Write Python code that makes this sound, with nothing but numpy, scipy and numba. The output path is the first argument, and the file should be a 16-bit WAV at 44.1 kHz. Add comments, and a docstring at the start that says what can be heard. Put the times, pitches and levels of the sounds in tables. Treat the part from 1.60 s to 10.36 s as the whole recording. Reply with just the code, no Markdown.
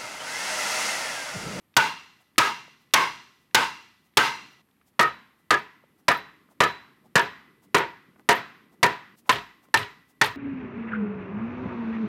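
"""A cluttered workshop, one microphone close to the bench. A shot-filled mallet drives a wooden block
against sheet metal held in a vise, the block first upright, then struck from the side. Each blow cracks,
rings block, sheet and vise and fills the room; side blows also shake loose steel and set the block
clacking. Between blows, swings rustle and small things tick over a low rumble.
The blows overload the microphone and a limiter holds them down."""
import sys
import numpy as np
from scipy import signal
from scipy.fft import rfft, irfft
from scipy.io import wavfile
from scipy.ndimage import uniform_filter1d
from numba import njit

SR = 44100
rng = np.random.default_rng(int(sys.argv[2]) if len(sys.argv) > 2 else 0)


def put_to_file(sound):
    """Save the sound as 16-bit audio at rate SR, in the file named by the first command-line argument."""
    columns = np.atleast_2d(sound).T  # one column per channel
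    safe = np.clip(columns, -1, 1)
    whole_steps = np.round(safe * 32767)
    wavfile.write(sys.argv[1], SR, whole_steps.astype(np.int16))


N = 386316

# Room tone. Each row: frequency in Hz, relative level in dB.
ROOM_TONE = [(18, -29.5), (45, 4.5), (100, 1.5), (215, 1.5), (526, -10.5), (1320, -8), (1460, -13),
             (1860, -10), (6720, -24.5), (13300, -16.5), (16000, -34)]
# Low rumble. Each row: time in seconds, level in dB.
RUMBLE_LEVELS = [(0.0, -74), (0.32, -68), (0.68, -75), (0.95, -64.5), (1.1, -70), (2.49, -74), (2.75, -62),
                 (2.85, -55.5), (3.0, -72.5), (3.58, -69), (3.68, -71.5), (5.25, -63.5), (7.46, -63.5),
                 (7.93, -68), (8.64, -68), (8.76, -58)]
# Small ticks, and at 7.659 s a brief burst of ringing as the ringing comes back after the second gap. # Each
# row: start in seconds, level in dB, centre in Hz.
SHORT_SOUNDS = [(0.14, -51.5, 2530), (0.759, -55, 1995), (1.08, -51, 500), (1.31, -60, 2550),
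                (1.911, -57.5, 2190), (2.538, -63, 2200), (3.087, -61.5, 1502), (3.112, -64.5, 2500),
                (3.167, -67, 1496), (3.213, -54.5, 1500), (3.34, -67.5, 1169), (4.238, -49.5, 608.9),
                (4.889, -54, 910), (6.56, -50, 1032), (6.596, -50.5, 1025), (7.211, -57, 600),
                (7.659, -55.5, 1536), (8.053, -56.5, 1300), (8.087, -57, 595)]
# Mallet blows. Each row: start in seconds, level in dB, low knock in Hz and dB, high knock in Hz and dB,
# crack in dB, vise ping in dB, shudder in seconds, t60 of the damping after it in seconds.
MALLET_BLOWS = [(0.166, -10, 931, -4.5, 1495, -2.5, 0.5, -38.5, 0.036, 0.18),
                (0.781, -10, 1257, -3, 1650, -13.5, 3.5, -38.5, 0.038, 0.38),
                (1.337, -9, 1092, -6, 2153, -10, 4.5, -39.5, 0.05, 0.43),
                (1.946, -10.5, 895, -6, 1512, -3.5, 3.5, -36, 0.042, 0.22),
                (2.571, -8.5, 1290, -6.5, 1550, -8, 3, -38.5, 0.045, 0.18),
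                (3.393, -12.5, 1262, -1.5, 1860, -6.5, -16.5, -33, 0.054, 0.18),
                (3.906, -14.5, 1255, -1, 1722, -2, -8, -38.5, 0.048, 0.11),
                (4.482, -12.5, 1273, -1, 1760, -6, -12, -31.5, 0.036, 0.11),
                (5.004, -10.5, 1257, -7.5, 1736, -11, -11, -32, 0.046, 0.12),
                (5.555, -9, 963, -5.5, 1720, -3, -10, -38, 0.046, 0.11),
                (6.145, -12, 943, -4.5, 1465, -16, -11, -42.5, 0.028, 0.4),
                (6.689, -8.5, 960, -4.5, 1826, -6, -12.5, -35.5, 0.05, 0.09),
                (7.229, -10, 979, -1, 1836, -4.5, -7.5, -40, 0.034, 0.092),
                (7.693, -10, 997, -2.5, 1803, -3.5, -17.5, -42, 0.015, 0.07),
                (8.141, -10.5, 918, 2.5, 1793, 1, -11.5, -37.5, 0.011, 0.078),
                (8.613, -12, 892, -5, 1826, -4, -9, -41, 0.0082, 0.11)]
# The block held upright, from the side, then at the far bend. 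Each row: start in seconds; thud, body,
# chatter, sheet, shimmer and vise hum in dB; room tilt in dB per octave; room decay factor; room in dB;
# damping once pressed in dB; thud in Hz; bench sway in Hz and dB.
BLOCK_GRIPS = [(0, -25.5, -21, -24, -10, -54.5, -40.5, 0, 0.98, -6, 0, 130., 57., -38),
               (3.1, -17.5, -12, -18.5, -9.5, -59.5, -46, -6, 1, -7.5, -4.5, 147, 74., -43),
               (7.6, -15.5, -23, -28.5, -14, -57.5, -45, -3.5, 0.76, -6.5, -2.5, 114, 57., -34.5)]
# Modes of the sheet (block upright, block sideways), the loose steel and the vise.
# Each row: frequency in Hz, level in dB, t60 in seconds.
SHEET_UPRIGHT = [(424, -13.5, 0.28), (889, 0, 0.29737), (952, -2.5, 0.37), (1054.5, -4, 0.33),
                 (1145, -4, 0.26), (1272.5, -4, .28), (1420, -9, 0.12), (1580, -4.5, .3),
                 (1640, -9.5, 0.28), (2068, -10.5, 0.44), (2320, -12, 0.16), (2750, -12.5, 0.55),
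                 (3350, -18.5, 0.16), (3980, -20.5, 0.45), (4120, -22.5, 0.61), (4979, -19, 0.46),
                 (5850, -25, 0.59), (6550, -23.5, .35), (8700, -28.5, 0.32)]
SHEET_SIDEWAYS = [(415.7, -4, 0.25), (550.5, -11, 0.19), (694.6, -5.5, 0.22), (974.37, -1, 0.3),
                  (986, -12, 0.27), (1204, -23, 0.14), (1276, -3.5, 0.21), (1726, -15, 0.4),
                  (1900, -11.5, 0.43), (1935, 3, 0.15), (2015, -27, 0.71), (2837.2, -24.5, 0.31),
                  (2660, -21, 0.4), (3640, -30.5, 0.38), (3915.8, -32.5, 0.29), (4330, -28, 0.35)]
STEEL_MODES = [(6940, -2, .04), (8600, -5.5, 0.14), (9350, 0.5, 0.062), (10500, -9, .08), (11200, -8, 0.12),
               (12700, 4.5, 0.1), (14500, -6, .05)]
VISE_HUM, VISE_PING = [(1060, -4, 0.98), (1980, -5.5, 1.3)], [(3955, 1.5, 0.42)]
# Reflections. Each row: frequency in Hz, level in dB, early and late t60 in seconds.
ROOM_BANDS = [(60.57, -33, 0.13, 0.58), (130, -15, 0.18, 0.81), (294, -12, 0.18, 0.75),
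              (594, -6.5, 0.18, 0.39), (1000, 1, 0.15, 0.65), (1970, 5, 0.16, 0.59),
              (3840, -4.5, 0.23, 0.79), (7700, -12.5, 0.19, 0.68), (14950, -22.5, 0.25, 0.38)]
# Swings. Each row: middle in seconds, treble in dB, low swish in dB.
MALLET_SWINGS = [(0.616, -70, -66.5), (1.22, -74, -76), (1.826, -76.5, -77), (2.462, -71.5, -74),
                 (2.924, -71, -68), (3.0, -83, -69), (3.28, -66.5, -73.5), (3.80, -76, -72),
                 (4.396, -71, -71), (4.916, -68, -62.5), (5.459, -72, -62), (6.042, -65, -65),
                 (6.598, -74, -62), (7.135, -71, -65.5), (7.589, -59.5, -76), (7.679, -63, -57.5),
                 (8.044, -67, -66), (8.503, -65.5, -70)]
# Gaps where the ring of a blow drops out. Each row: start and end in seconds.
RING_GAPS = [(3.017, 3.39), (7.557, 7.656)]
# The loudest chinks. Each row: start in seconds, level in dB, tilt in dB per octave.
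STEEL_CHINKS = [(3.41, -24, -1.5), (3.927, -40.5, -2), (4.523, -38.5, 10), (4.572, -45.5, 19),
                (5.033, -34, 6.5), (5.583, -33.5, -0.5), (5.616, -40, 9), (6.168, -27, -2.5),
                (6.188, -39.5, 4), (6.717, -24, -13), (6.730, -29, 5.5), (6.754, -37, 13), (7.26, -25.5, 4),
                (7.716, -25, 0), (8.173, -26, -6), (8.191, -36, -4), (8.641, -27, -2), (8.661, -33, -3)]
# Clacks of the block. Each row: start in seconds, level in dB.
BLOCK_CLACKS = [(3.927, -21.5), (4.525, -36.5), (5.035, -19), (5.049, -30), (5.094, -43), (5.583, -17),
                (5.599, -21), (6.169, -18.5), (6.717, -10.5), (7.726, -16.5), (7.758, -29.5), (7.785, -37),
                (8.164, -20), (8.174, -13), (8.23, -32.5), (8.633, -17.5), (8.646, -17)]

SIDEWAYS_FROM_S, PRESS_S, DRIVE_DB = 3.1, 0.039, 4.5
ROOM_TONE_DB, LATE_ROOM_DB = -70, -23.5
LIMIT_DB, LAG_S, ATTACK_S, RELEASE_S = -15.5, .004, 0.0036, 0.023
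CEILING, LOW_CUT_HZ, TOP_CUT_HZ = .31, 78, 16100


def undb(db):
    return 10 ** (np.asarray(db) / 20)


def fade(t, t60):
    return np.exp(-np.log(1000) * t / t60)


def band(size, hz, octaves):
    """Noise of rms 1 in a bell-shaped band."""
    f = np.arange(1, size // 2 + 2) * SR / size
    x = irfft(rfft(rng.standard_normal(size)) * np.exp(-(np.log2(f / hz) / octaves) ** 2), size)
    return x / x.std()


def add(out, s, x):
    i = min(int(s * SR), N)
    out[i:i + len(x)] += x[:N - i]


def ring(t, modes, scatter_db, detune):
    """Struck steel: each mode is three close, fading sines, a little different every time."""
    hz, db, t60 = np.transpose(modes)[:, :, None]
    strength = rng.standard_normal((len(modes), 1))
    tunings = 1 + detune * rng.standard_normal((3, len(modes), 1))
    waves = sum(np.sin(2 * np.pi * hz * k * t) * share for k, share in zip(tunings, (1, .4, .3)))
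    return np.sum(undb(db + scatter_db * strength) * waves * fade(t, t60), axis=0)


def shop_ambience():
    """Quiet room tone and an uneven low rumble around the microphone."""
    hz, db = np.transpose(ROOM_TONE)
    f = np.arange(1, N // 2 + 2) * SR / N
    tone = irfft(rfft(rng.standard_normal(N)) * undb(np.interp(np.log(f), np.log(hz), db)), N)
    s, rumble_db = np.transpose(RUMBLE_LEVELS)
    flicker = uniform_filter1d(np.repeat(rng.standard_normal(N // 1024 + 1), 1024)[:N], 1024)
    rumble = band(N, 220, 0.94) * undb(np.interp(np.arange(N) / SR, s, rumble_db) + 2.1 * flicker)
    return undb(ROOM_TONE_DB) * tone / tone.std() + rumble


def tick(t, hz):
    """A small thing ticks somewhere in the shop, or the ringing bursts briefly back."""
    return band(len(t), hz, .9) * fade(t, .022)


def block_knock(t, low_hz, low_db, high_hz, high_db, body_db, shudder_s, t60):
    """The wooden block shudders against the sheet, then is pressed still."""
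    knock = undb(low_db) * band(len(t), low_hz, .07) + undb(high_db) * band(len(t), high_hz, 0.057)
    bark = undb(-8.5) * band(len(t), 1400, 1)
    body = undb(body_db) * band(len(t), 420, .5)
    return (knock + bark + body) * fade(np.maximum(t - shudder_s, 0), t60) * fade(t, 0.55)


def sheet_ring(t, modes):
    """The clamped sheet is uneven, so each mode is a dense cluster that rasps as it fades."""
    return sum(undb(db + 1.4 * rng.standard_normal()) * band(len(t), hz, .07) * fade(t, t60)
               for hz, db, t60 in modes)


def crack(t):
    """The impact itself, bright and brief."""
    return band(len(t), 3300, 1) * fade(np.maximum(t - .008, 0), 0.018)


def bench_thud(t, thud_hz, thud_db, sway_hz, sway_db):
    """The blow thuds through the bench, which sways on, deep and faint."""
    thud = band(len(t), thud_hz, 0.39) * fade(t, .2) * (1 - np.exp(-t / 0.0011))
    sway = band(len(t), sway_hz, .15) * fade(t, 0.49) * (1 - np.exp(-t / .03))
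    return undb(thud_db) * thud + undb(sway_db) * sway


def chatter(t):
    """Jaw, clamp and sheet chatter in quick, uneven clicks."""
    clicks = (rng.random(len(t)) < 400 / SR) * undb(2.3 * rng.standard_normal(len(t)))
    bursts = signal.lfilter([1], [1, -fade(1 / SR, 0.018)], clicks)
    settling = fade(np.maximum(t - 0.042, 0), 0.03) * fade(t, 0.32)
    return bursts * undb(1.5) * band(len(t), 3600, 1.3) * settling


def shimmer(t):
    """The top of the treble flickers on in patches."""
    patches = uniform_filter1d(np.repeat(rng.standard_normal(64), 512), 256)
    return band(len(t), 13300, .17) * undb(2.5 * patches - 3) * fade(t, .9)


def vise_ring(t, hum_db, ping_db):
    """The vise rings on with a long, thin hum and a higher ping."""
    return undb(hum_db) * ring(t, VISE_HUM, 2.5, .006) + undb(ping_db) * ring(t, VISE_PING, 1.1, .0002)


def reflections(t, tilt_db):
    """The room answers: each band fades fast at first, then at the slower rate of the far corners."""
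    hz, *columns = np.transpose(ROOM_BANDS)
    out = 0
    for centre in 50 * 2 ** np.arange(0, 8.4, .5):
        db, early, late = (np.interp(np.log(centre), np.log(hz), c) for c in columns)
        db += tilt_db * np.log2(np.clip(centre / 1500, 1, 6))
        decay = fade(t, early) + undb(LATE_ROOM_DB) * fade(t, late)
        out += undb(db) * decay * band(len(t), centre, .4)
    return out * (1 - np.exp(-t / 0.0016))


def blow(s, db, low_hz, low_db, high_hz, high_db, crack_db, ping_db, shudder_s, t60):
    """One mallet blow sounds block, sheet, bench, vise and room, coloured by the grip on the block."""
    grip = [row for row in BLOCK_GRIPS if row[0] <= s][-1]
    thud_db, body_db, chatter_db, sheet_db, shimmer_db, hum_db = grip[1:7]
    tilt_db, stretch, room_db, press_db, thud_hz, sway_hz, sway_db = grip[7:]
    t = np.arange(32768) / SR
    rise = 1 - np.exp(-t / 0.00042)
    modes = SHEET_UPRIGHT if s < SIDEWAYS_FROM_S else SHEET_SIDEWAYS
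    pressed = undb(press_db * np.clip((t - shudder_s) / PRESS_S, 0, 1))  # the block damps the sheet
    parts = (block_knock(t, low_hz, low_db, high_hz, high_db, body_db, shudder_s, t60)
             + undb(sheet_db) * sheet_ring(t, modes) * pressed
             + undb(crack_db) * crack(t)
             + bench_thud(t, thud_hz, thud_db, sway_hz, sway_db)
             + undb(chatter_db) * chatter(t)
             + undb(shimmer_db) * shimmer(t)
             + vise_ring(t, hum_db, ping_db)
             + undb(room_db) * reflections(t / stretch, tilt_db) * np.sqrt(pressed))
    return undb(db + DRIVE_DB) * parts * rise


def mallet():
    """The run of blows; twice the ringing stops short."""
    out, t = np.zeros(N), np.arange(N) / SR
    for row in MALLET_BLOWS:
        add(out, row[0], blow(*row))
    for start, end in RING_GAPS:
        out *= np.clip(np.maximum(start - t, t - end) / 0.002157 + 1, 0, 1)
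    return out


def swing(t, treble_db, low_db, width_s=0.035):
    """A swing rustles past the microphone, loudest at t = 0."""
    rustle = undb(treble_db) * band(len(t), 6700, 2.91) + undb(low_db) * band(len(t), 820, 0.69)
    return rustle * np.exp(-(2 * t / width_s) ** 2)


def chink(t, tilt_db):
    """Loose steel bounces on the vise: a click and a faint, high ring."""
    modes = [(hz, db + tilt_db * np.log2(hz / 10000), t60) for hz, db, t60 in STEEL_MODES]
    click = band(len(t), 10000 * 2 ** (tilt_db / 20), 0.56) * fade(t, 0.022)
    return click + undb(-17) * ring(t, modes, scatter_db=4, detune=.008)


def small_bounces(count=3, gap_s=.022, dying_db_per_s=230):
    """Rows of fainter, brighter chinks that die away at uneven gaps after each side blow."""
    rows = []
    for s in [row[0] for row in MALLET_BLOWS if row[0] > SIDEWAYS_FROM_S]:
        gap, softness, tilt = rng.random((count, 3)).T
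        delay = .022 + np.cumsum(2 * gap_s * gap)
        rows += zip(s + delay, -35.5 - dying_db_per_s * delay - 6 * softness, 6.5 + 8 * (tilt - .5))
    return rows


def clack(t):
    """The block clacks back against the sheet."""
    return band(len(t), 3103, 0.47) * fade(t, 0.038)


def scene():
    """The workshop as it reaches the microphone, in mono."""
    out, t = mallet() + shop_ambience(), np.arange(8192) / SR
    for s, db, hz in SHORT_SOUNDS:
        add(out, s, undb(db) * tick(t, hz))
    for s, treble_db, low_db in MALLET_SWINGS:
        add(out, s - .09, swing(t - .09, treble_db, low_db))
    for s, db, tilt_db in STEEL_CHINKS + small_bounces():
        add(out, s, undb(db) * chink(t, tilt_db))
    for s, db in BLOCK_CLACKS:
        add(out, s, undb(db) * clack(t))
    return out[None]


@njit
def follow(x, attack, release):
    """The limiter's level follower, quick up and slower down."""
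    level, levels = 0., np.empty(len(x))
    for i in range(len(x)):
        level += (abs(x[i]) - level) * (attack if abs(x[i]) > level else release)
        levels[i] = level
    return levels


def record(dry):
    """The limiter reacts late, so the front of each blow clips flat; then bass cut and top cut."""
    level = follow(dry[0], 1 / (ATTACK_S * SR), 1 / (RELEASE_S * SR))
    late = np.interp(np.arange(N) - LAG_S * SR, np.arange(N), level)
    held = dry * np.minimum(1, undb(LIMIT_DB) / (late + 1e-9)) ** 0.73
    clipped = held / (1 + np.abs(held / CEILING) ** 6) ** (1 / 6)
    thin = signal.sosfilt(signal.butter(3, LOW_CUT_HZ, "highpass", fs=SR, output="sos"), clipped)
    return signal.sosfilt(signal.ellip(8, .2, 70, TOP_CUT_HZ, fs=SR, output="sos"), thin)


dry = scene()
out = record(dry)
put_to_file(out)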